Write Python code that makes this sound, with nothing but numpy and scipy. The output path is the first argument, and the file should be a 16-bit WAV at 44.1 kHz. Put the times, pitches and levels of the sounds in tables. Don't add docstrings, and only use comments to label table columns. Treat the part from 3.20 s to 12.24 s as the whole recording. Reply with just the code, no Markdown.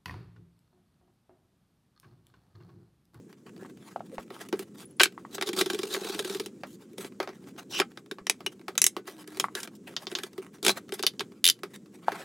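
import sys
import numpy as np
from scipy import signal
from scipy.fft import rfft, irfft, next_fast_len
from scipy.io import wavfile
from scipy.ndimage import uniform_filter1d

SR = 44100
rng = np.random.default_rng(int(sys.argv[2]) if len(sys.argv) > 2 else 0)


def master_out(mix):
    frames = np.transpose(np.atleast_2d(mix))
    ceiling = np.clip(frames, -1, 1)
    pcm = np.round(ceiling * 32767).astype(np.int16)
    wavfile.write(sys.argv[1], SR, pcm)


N = 398663

# f/Hz, width/Hz, level/dB
NEAR_CLAMP_MODES = [(1450, 400, -13.5), (2600, 1100, -1), (3900, 280, -2), (6050, 620, 6.5),
                    (7700, 1500, -3), (10300, 1300, -2.5)]
FAR_CLAMP_MODES = [(3050, 180, 0), (3610, 280, 2.5), (4640, 590, -3.5), (5700, 1500, -3), (7220, 1070, -5),
                   (10350, 870, 0), (13800, 3000, -12)]
BAR_MODES = [(801, 24, -4.5), (1550, 200, -6.5), (2410, 330, 1), (3310, 620, 5), (3760, 500, 4),
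             (5240, 630, 2), (6860, 1100, -3), (9500, 2800, -7)]
SLAB_MODES = [(504, 360, 3), (766, 46, 2.5), (1230, 120, 3.5), (2240, 380, 2.5), (4080, 11000, -0.5),
              (9900, 3000, -36)]
BENCH_MODES = [(201.2, 10, -6.5), (326, 69, -3.5), (392.8, 110, -1), (421.6, 56, -1.5)]


def amp(db):
    return 10 ** (np.asarray(db) / 20)


def unit(x):
    return x / np.sqrt(np.mean(x ** 2, axis=-1, keepdims=True) + 1e-20)


def eq_curve(points, hz):
    f, db = np.transpose(points)
    return amp(np.interp(np.log(hz + 1), np.log(f + 1), db))


def add(mix, s, sound):
    part = mix[:, max(round(s * SR), 0):][:, :sound.shape[-1]]
    part += sound[..., :part.shape[1]]


def band(hz, lo_hz, hi_hz, order=8):
    return ((1 + (lo_hz / (hz + 1)) ** order) * (1 + (hz / hi_hz) ** order)) ** -.5


def resonances(modes, hz):
    return np.sqrt(sum(amp(2 * db) / (1 + (2 * (hz - f) / width) ** 2) for f, width, db in modes))


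def causal(gain):
    log_gain = np.log(np.maximum(gain / gain.max(), 1e-5))
    mirrored = np.concatenate([log_gain, log_gain[-2:0:-1]])
    return np.exp(np.conj(signal.hilbert(mirrored)))[:len(gain)]


def coloured(x, gain):
    size = next_fast_len(N)
    return unit(irfft(rfft(x, size) * gain(np.fft.rfftfreq(size, 1 / SR)), size)[:, :N])


def wander(per_s):
    knots = rng.standard_normal(int(N / SR * per_s) + 2)
    return np.interp(np.linspace(0, len(knots) - 1, N), np.arange(len(knots)), knots)


def repeats(runs, uneven_db):
    rows = []
    for first, last, gap_s, db, bright_db, thump_db in runs:
        for s in np.linspace(first, last, round((last - first) / gap_s) + 1):
            chance_db = uneven_db * rng.standard_normal()
            rows.append((s, db + chance_db, bright_db, thump_db + chance_db))
    return rows


def by_clamp(rows, far_from_s=6):
    return [row for row in rows if row[0] < far_from_s], [row for row in rows if row[0] >= far_from_s]


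def blows(rows, modes, contact_s, chatter_s, chatter_db, clack_db, level_db,
          snap_db=-20, bench_db=-1, bench_lag_s=.0011, size=8192):
    edges = [150, 520, 1700, 5500, 16000]
    t, hz, out = np.arange(size) / SR, np.fft.rfftfreq(size, 1 / SR), np.zeros((2, N))
    bodies = [resonances(BENCH_MODES, hz) ** 2] + [resonances(modes, hz)] * 3
    paths = np.array([causal(body * band(hz, lo, hi)) for body, lo, hi in zip(bodies, edges, edges[1:])])
    paths[0] *= np.exp(-2j * np.pi * hz * bench_lag_s)
    contact = t / contact_s * np.exp(1 - t / contact_s)
    chatter = amp(chatter_db) * np.exp(-t / chatter_s) * (1 - np.exp(-t / contact_s))
    force = contact + chatter
    for s, db, bright_db, thump_db in rows:
        drive = force * rng.standard_normal((2, size))
        drive[0, round(contact_s * SR)] += amp(snap_db) * np.linalg.norm(force)
        bands = unit(irfft(paths[:, None] * rfft(drive))) * np.sqrt(SR / 50 / size)
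        ring_db = db + level_db + np.array([-clack_db - bright_db, clack_db, bright_db - clack_db])
        add(out, s, np.tensordot(amp([thump_db + bench_db, *ring_db]), bands, 1))
    return out


def pawl_clicks():
    # t/s, level/dB, brightness/dB, thump/dB
    clicks = [(5.068, -38.5, 0.5, -47), (5.097, -27, 4.5, -39), (5.263, -37, 0.5, -40),
              (5.578, -29.0, 7.5, -57), (6.765, -38.5, -2.5, -54), (6.869, -44.5, -5.5, -43),
              (6.9515, -36.5, -1.5, -41.5), (7.827, -41, 11, -44), (7.8355, -40, -11, -35),
              (7.866, -27.5, 6.5, -48), (7.9945, -41, 0.5, -44)]
    near, far = by_clamp(clicks)
    out = blows(near, NEAR_CLAMP_MODES, contact_s=.00068, chatter_s=.0057, chatter_db=-9,
                clack_db=2.65, level_db=1.46, snap_db=-12.5)
    return out + blows(far, FAR_CLAMP_MODES, contact_s=.0004, chatter_s=.0082, chatter_db=-1.5,
                       clack_db=6.5, level_db=.1, snap_db=-1)


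def ratchets():
    # first/s, last/s, rough gap/s, level/dB, brightness/dB, thump/dB
    squeezes = [(5.6168, 5.665, .024, -28.5, 11.5, -47), (8.2424, 8.2994, .0114, -29, 14, -54.5)]
    near, far = by_clamp(repeats(squeezes, uneven_db=.3))
    out = blows(near, NEAR_CLAMP_MODES, contact_s=.0008, chatter_s=.006, chatter_db=-10,
                clack_db=2.1, level_db=.1, snap_db=-6)
    return out + blows(far, FAR_CLAMP_MODES, contact_s=.0003, chatter_s=.0055, chatter_db=-10,
                       clack_db=8, level_db=-.65, snap_db=1)


def clatter():
    # t/s, level/dB, brightness/dB, thump/dB
    collisions = [(1.7972, -30, -0.5, -67.5), (1.801, -27.0, -4.5, -51), (1.8065, -26.5, -8.5, -29),
                  (1.8138, -30, 5, -36), (1.833, -23.0, 4.5, -37.5), (1.856, -35, -3, -38)]
    # f/Hz, width/Hz, level/dB
    steel_modes = [(846, 400, -4), (1540, 180, 9), (2390, 500, 6), (3040, 410, 5.5), (3900, 400, 4),
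                   (4800, 700, 1.5), (6850, 2500, -5.5), (11000, 4000, -16.5)]
    return blows(collisions, steel_modes, contact_s=.00067, chatter_s=.007, chatter_db=-2.5,
                 clack_db=3.4, level_db=1.5)


def bar_hits():
    # t/s, level/dB, brightness/dB, thump/dB
    hits = [(2.181, -47, -9, -40), (2.2112, -37, -2, -39), (2.2232, -34, -2.5, -36),
            (2.411, -28.0, 0, -27.5), (2.4995, -36.5, -3, -38), (2.532, -42.5, 3, -33),
            (2.7448, -38, -5.5, -38), (2.763, -46, -7, -33.5), (2.812, -50, 2, -38), (2.991, -36, 0, -38),
            (3.26, -46.5, 4, -42.5), (3.781, -48, 3, -38.5), (3.845, -50, -3, -39.5),
            (4.59, -36.5, -2, -44.5), (4.5992, -26.5, -2.5, -26.5), (4.6155, -40.5, -12.5, -44),
            (4.773, -50, -5, -48.5), (4.912, -43, -3.5, -37), (6.198, -29, 4.0, -39),
            (6.351, -37.5, 2, -41.5), (6.402, -50.5, 8, -60), (6.431, -44, 6.5, -51),
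            (6.915, -48, -1, -39.5), (6.986, -42, -1.5, -45), (7.034, -40.5, 0.5, -40.5),
            (7.4485, -33.5, 5, -35), (7.4642, -25.5, 1.5, -29), (7.4805, -25.5, 2, -30),
            (7.4925, -27.0, -2, -29), (7.7218, -42, -1, -33.5), (7.793, -43, -1.5, -38),
            (8.006, -37, -4, -38.5)]
    return blows(hits, BAR_MODES, contact_s=.001, chatter_s=.006, chatter_db=-1.5,
                 clack_db=2, level_db=-.05)


def bar_judders():
    # first/s, last/s, rough gap/s, level/dB, brightness/dB, thump/dB
    rattles = [(2.2875, 2.631, .043, -41, 0.5, -33), (2.8445, 3.197, .0503, -43, 1, -34.5)]
    return blows(repeats(rattles, uneven_db=1.5), BAR_MODES, contact_s=.0016, chatter_s=.009,
                 chatter_db=-5, clack_db=2, level_db=0, bench_lag_s=.0021)


def friction(levels, body, hiss, catch_db, catches_per_s, snap_db, snaps_per_s,
             grain_db=.5, snap_s=.00033, patchy_db=3.2, size=512):
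    triggers = rng.random(N) < snaps_per_s / SR
    snaps = signal.lfilter([1], [1, -np.exp(-1 / (snap_s * SR))], triggers)
    slips = rng.standard_normal((2, N))
    slips *= amp(grain_db * wander(1500) + catch_db * wander(catches_per_s)) + amp(snap_db) * snaps
    spectra = signal.stft(slips, nperseg=size)[2]
    patches = uniform_filter1d(rng.standard_normal(spectra.shape[1:]), size=5, axis=0)
    patches = unit(uniform_filter1d(patches, size=6, axis=1))
    slips = signal.istft(spectra * amp(patchy_db * patches), nperseg=size)[1][:, :N]
    return levels[0] * coloured(slips, body) + levels[1] * coloured(slips, lambda hz: eq_curve(hiss, hz))


def bar_slides(drag_db=1, drag_body_db=-3, scrape_body_db=-8, attack_s=.0028, release_s=.0081, hum_db=3):
    # t/s, level/dB
    drag_curve = [(2.11, -61), (2.182, -62), (2.308, -63), (2.37, -52), (3.038, -48), (3.106, -45),
                  (3.236, -54.5), (3.3, -78)]
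    # start/s, end/s, final level/dB, rise/dB
    scrapes = [(2.126, 2.154, -42, 14), (2.26, 2.282, -32.5, 10), (2.363, 2.416, -30.5, 4.5),
               (2.667, 2.754, -35, 11), (2.841, 2.882, -44, 9), (4.495, 4.608, -37.5, 13.5),
               (7.427, 7.506, -29, 6.5)]
    # f/Hz, level/dB
    hiss = [(880, -31), (1500, -23), (2190, -14), (2640, 2.5), (2880, -3.5), (3920, 10.5), (4240, 6.5),
            (9370, -0.5), (16000, -8)]
    t, scrape = np.arange(N) / SR, np.zeros(N)
    s, db = np.transpose(drag_curve)
    drag = amp(np.interp(t, s, db) + drag_db) * (t > s[0]) * (t < s[-1])
    for start, end, final_db, rise_db in scrapes:
        gate = np.clip((t - start) / attack_s, 0, 1) * np.exp(-np.maximum(t - end, 0) / release_s)
        scrape += gate * amp(final_db + np.interp(t, [start, end], [-rise_db, 0]))
    body_level = amp(drag_body_db) * drag + amp(scrape_body_db) * scrape
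    body = lambda hz: resonances(BAR_MODES, hz) * band(hz, 300, 1380)
    hum = coloured(rng.standard_normal((2, N)), lambda hz: resonances(BENCH_MODES, hz) ** 2)
    grind = friction([body_level, drag + scrape], body, hiss,
                     catch_db=5.5, catches_per_s=190, snap_db=-4, snaps_per_s=55)
    return amp(hum_db) * body_level * hum + grind


def wood_bumps():
    # t/s, level/dB, brightness/dB, thump/dB
    bumps = [(.981, -53, -17.5, -46), (1.104, -54, -8.5, -43), (1.3265, -40.5, -5.5, -25),
             (1.392, -44.5, 2.5, -36), (3.434, -48, -10.5, -66), (4.001, -38, -9, -32.5),
             (4.028, -46, -5.5, -45), (4.074, -49, -10.5, -44), (4.09, -53.5, -8, -43.5),
             (4.984, -57.5, -12, -49), (5.205, -54, -6.5, -55), (5.481, -41.5, -6, -40),
             (5.7655, -42, -6.5, -34.5), (5.877, -54, -10, -43), (7.179, -50, -2.5, -34.5),
             (8.433, -42.5, -5, -37), (8.919, -44, -7, -40)]
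    return blows(bumps, SLAB_MODES, contact_s=.00096, chatter_s=.014, chatter_db=-7,
                 clack_db=.64, level_db=-.97)


def hollow_knocks(decay_cycles=.53, tick_db=-20, tick_s=.0068, overtone=1.86, overtone_db=-12):
    # t/s, level/dB, f/Hz
    knocks = [(0.4236, -35.5, 420), (.448, -38.5, 1070), (0.76, -21, 727), (0.805, -28, 716),
              (1.9775, -29, 1040), (2.05, -31, 1028), (6.2416, -12.5, 1095), (6.2837, -30, 1073),
              (8.8821, -9, 813)]
    t, out = np.arange(2048) / SR, np.zeros((2, N))
    for s, db, hz in knocks:
        age = t * hz / decay_cycles
        envelope = (age / 2) ** 2 * np.exp(2 - age)
        swing = np.sin(2 * np.pi * hz * t) + amp(overtone_db) * np.sin(2 * np.pi * hz * overtone * t)
        tick = amp(tick_db) * np.exp(-t / tick_s) * rng.standard_normal((2, len(t)))
        add(out, s, amp(db) * (envelope * swing + tick))
    return signal.sosfilt(signal.butter(2, [300, 3200], "band", fs=SR, output="sos"), out)


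def rings():
    # t/s, f/Hz, level/dB, t60/s
    strikes = [(0.982, 45, -43, .06), (1.655, 10000, -43.5, 0.049), (1.71, 10530, -49, .04),
               (1.768, 9700, -51.5, .03), (5.011, 45, -50, .06), (5.266, 2900, -19.5, 0.024),
               (5.771, 1490, -51, .2)]
    t, out = np.arange(SR // 2) / SR, np.zeros((2, N))
    for s, hz, db, t60 in strikes:
        add(out, s, amp(db - 60 * t / t60) * np.sin(2 * np.pi * hz * t))
    return out


def squeals_and_hum():
    # start/s, end/s, f/Hz, width/Hz, level/dB
    tones = [(0.9, 0.963, 490, 82, -43), (4.51, 4.63, 2880, 630, -34.5), (4.49, 4.63, 5600, 1100, -41.5),
             (5.75, 6.37, 310, 23, -49)]
    out = np.zeros((2, N))
    for start, end, pitch_hz, width_hz, db in tones:
        swell = signal.windows.hann(round((end - start) * SR))
        mode = [(pitch_hz, width_hz, 0)]
        tone = coloured(rng.standard_normal((2, N)), lambda hz: resonances(mode, hz) ** 2)
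        add(out, start, amp(db) * swell * unit(tone[:, :len(swell)]))
    return out


def finger_taps(touch_db=-67, spread_db=3, bright_db=-3, thump_db=-66, count=55):
    # t/s, level/dB, brightness/dB, thump/dB
    taps = [(0.127, -61.5, -2.5, -68), (1.287, -55.5, 4.5, -50), (3.732, -68.5, 4, -49),
            (4.292, -66, -1.5, -67), (5.5529, -53, -3, -62), (6.075, -53, 3.5, -47.5), (6.171, -49, 1, -43),
            (6.474, -50, -2.5, -50), (7.131, -61, 0.5, -61), (7.691, -54, -2.5, -49),
            (8.119, -66, -4.5, -54)]
    touches = [((when + 1) / 2 * N / SR, touch_db + spread_db * force, bright_db + spread_db * tone,
                thump_db) for when, force, tone in rng.uniform(-1, 1, (count, 3))]
    return blows(list(taps) + touches, SLAB_MODES, contact_s=.00099, chatter_s=.006, chatter_db=-5,
                 clack_db=1.6, level_db=-1)


def rustles(stroke_db=-1, taper=.3, fidget_body_db=-72, fidget_hiss_db=-76, fidget_spread_db=6):
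    # start/s, end/s, level/dB, brightness/dB
    strokes = [(0.261, 0.303, -51.5, -17), (0.388, 0.472, -55, -12), (0.575, 0.79, -66, -1),
               (0.863, 1.051, -61, 0), (1.111, 1.286, -51.5, -5.5), (1.349, 1.44, -57.5, -2),
               (1.536, 1.658, -54, 2), (3.46, 3.566, -77, 22), (3.774, 3.896, -49, 2.5),
               (3.994, 4.152, -59, -13), (4.374, 4.438, -50, -7.5), (5.859, 6.044, -53.5, -1),
               (6.091, 6.275, -50, -1), (6.343, 6.465, -49, -1), (6.55, 6.571, -66.5, 17),
               (6.666, 6.749, -50.5, -9.5), (6.786, 7.099, -53, -2), (7.215, 7.274, -49.5, -5.5),
               (7.49, 7.592, -50.5, -7.5), (7.706, 7.817, -53.5, 2), (8.533, 8.57, -54, 5),
               (8.819, 9.054, -48, -15)]
    # f/Hz, level/dB
    hiss = [(1060, -31), (1800, -15.5), (3030, 0), (3910, 0.5), (4450, -0.5), (9770, 0.5), (16000, -8)]
    fidget_db = fidget_spread_db * wander(30)
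    levels = amp([fidget_body_db + fidget_db, fidget_hiss_db + fidget_db])
    for start, end, db, bright_db in strokes:
        swell = amp(stroke_db) * signal.windows.tukey(round((end - start) * SR), taper)
        add(levels, start, np.outer(amp([db, db + bright_db]), swell))
    body = lambda hz: band(hz, 270, 1800, order=6)
    return friction(levels, body, hiss, catch_db=6.5, catches_per_s=60, snap_db=11, snaps_per_s=65)


def ventilation(level_db=-51.5, swell_db=2.5):
    # f/Hz, level/dB
    spectrum = [(25, -41.5), (55, -32.5), (85, -18.5), (125, -5.5), (160, -4.5), (190, 3), (260, -1.5),
                (380, -2.5), (520, -14.5), (700, -31), (1200, -35), (2500, -39), (4500, -41), (7500, -34),
                (11000, -45.5), (16000, -50.5)]
    level = amp(level_db + swell_db * wander(6))
    return level * coloured(rng.standard_normal((2, N)), lambda hz: eq_curve(spectrum, hz))


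def room(x, early_db=-9, early_t60=.064, late_db=-24, late_t60=.14, damping_hz=11000, predelay_s=.0025):
    t = np.arange(SR // 2) / SR
    scatter = rng.standard_normal((2, 2, len(t))) * (t > predelay_s)
    early = amp(early_db) * unit(scatter[0] * amp(-60 * t / early_t60))
    late = amp(late_db) * unit(scatter[1] * amp(-60 * t / late_t60))
    response = signal.lfilter(*signal.butter(1, damping_hz, fs=SR), early + late) / np.sqrt(len(t))
    return x + signal.fftconvolve(x, response, axes=1)[:, :N]


def scene():
    # f/Hz, level/dB
    width = [(350, -47.5), (700, -28.5), (1400, -19.5), (2500, -7), (4500, -11.5), (8000, -23),
             (15000, -8.5)]
    impacts = pawl_clicks() + clatter() + bar_judders() + bar_hits() + wood_bumps() + finger_taps()
    impacts += ratchets() + hollow_knocks() + rings()
    textures = squeals_and_hum() + bar_slides() + rustles()
    mid, side = room(impacts + textures) + ventilation()
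    side = irfft(rfft(side) * eq_curve(width, np.fft.rfftfreq(N, 1 / SR)), N)
    return np.array([mid + side, mid - side])


def record(dry):
    cutoff_hz = 16250
    lowpass = signal.firwin(301, cutoff_hz, window=("kaiser", 8), fs=SR)
    return signal.oaconvolve(np.clip(dry, -1, 1), lowpass[None], "same", axes=1)


dry = scene()
out = record(dry)
master_out(out)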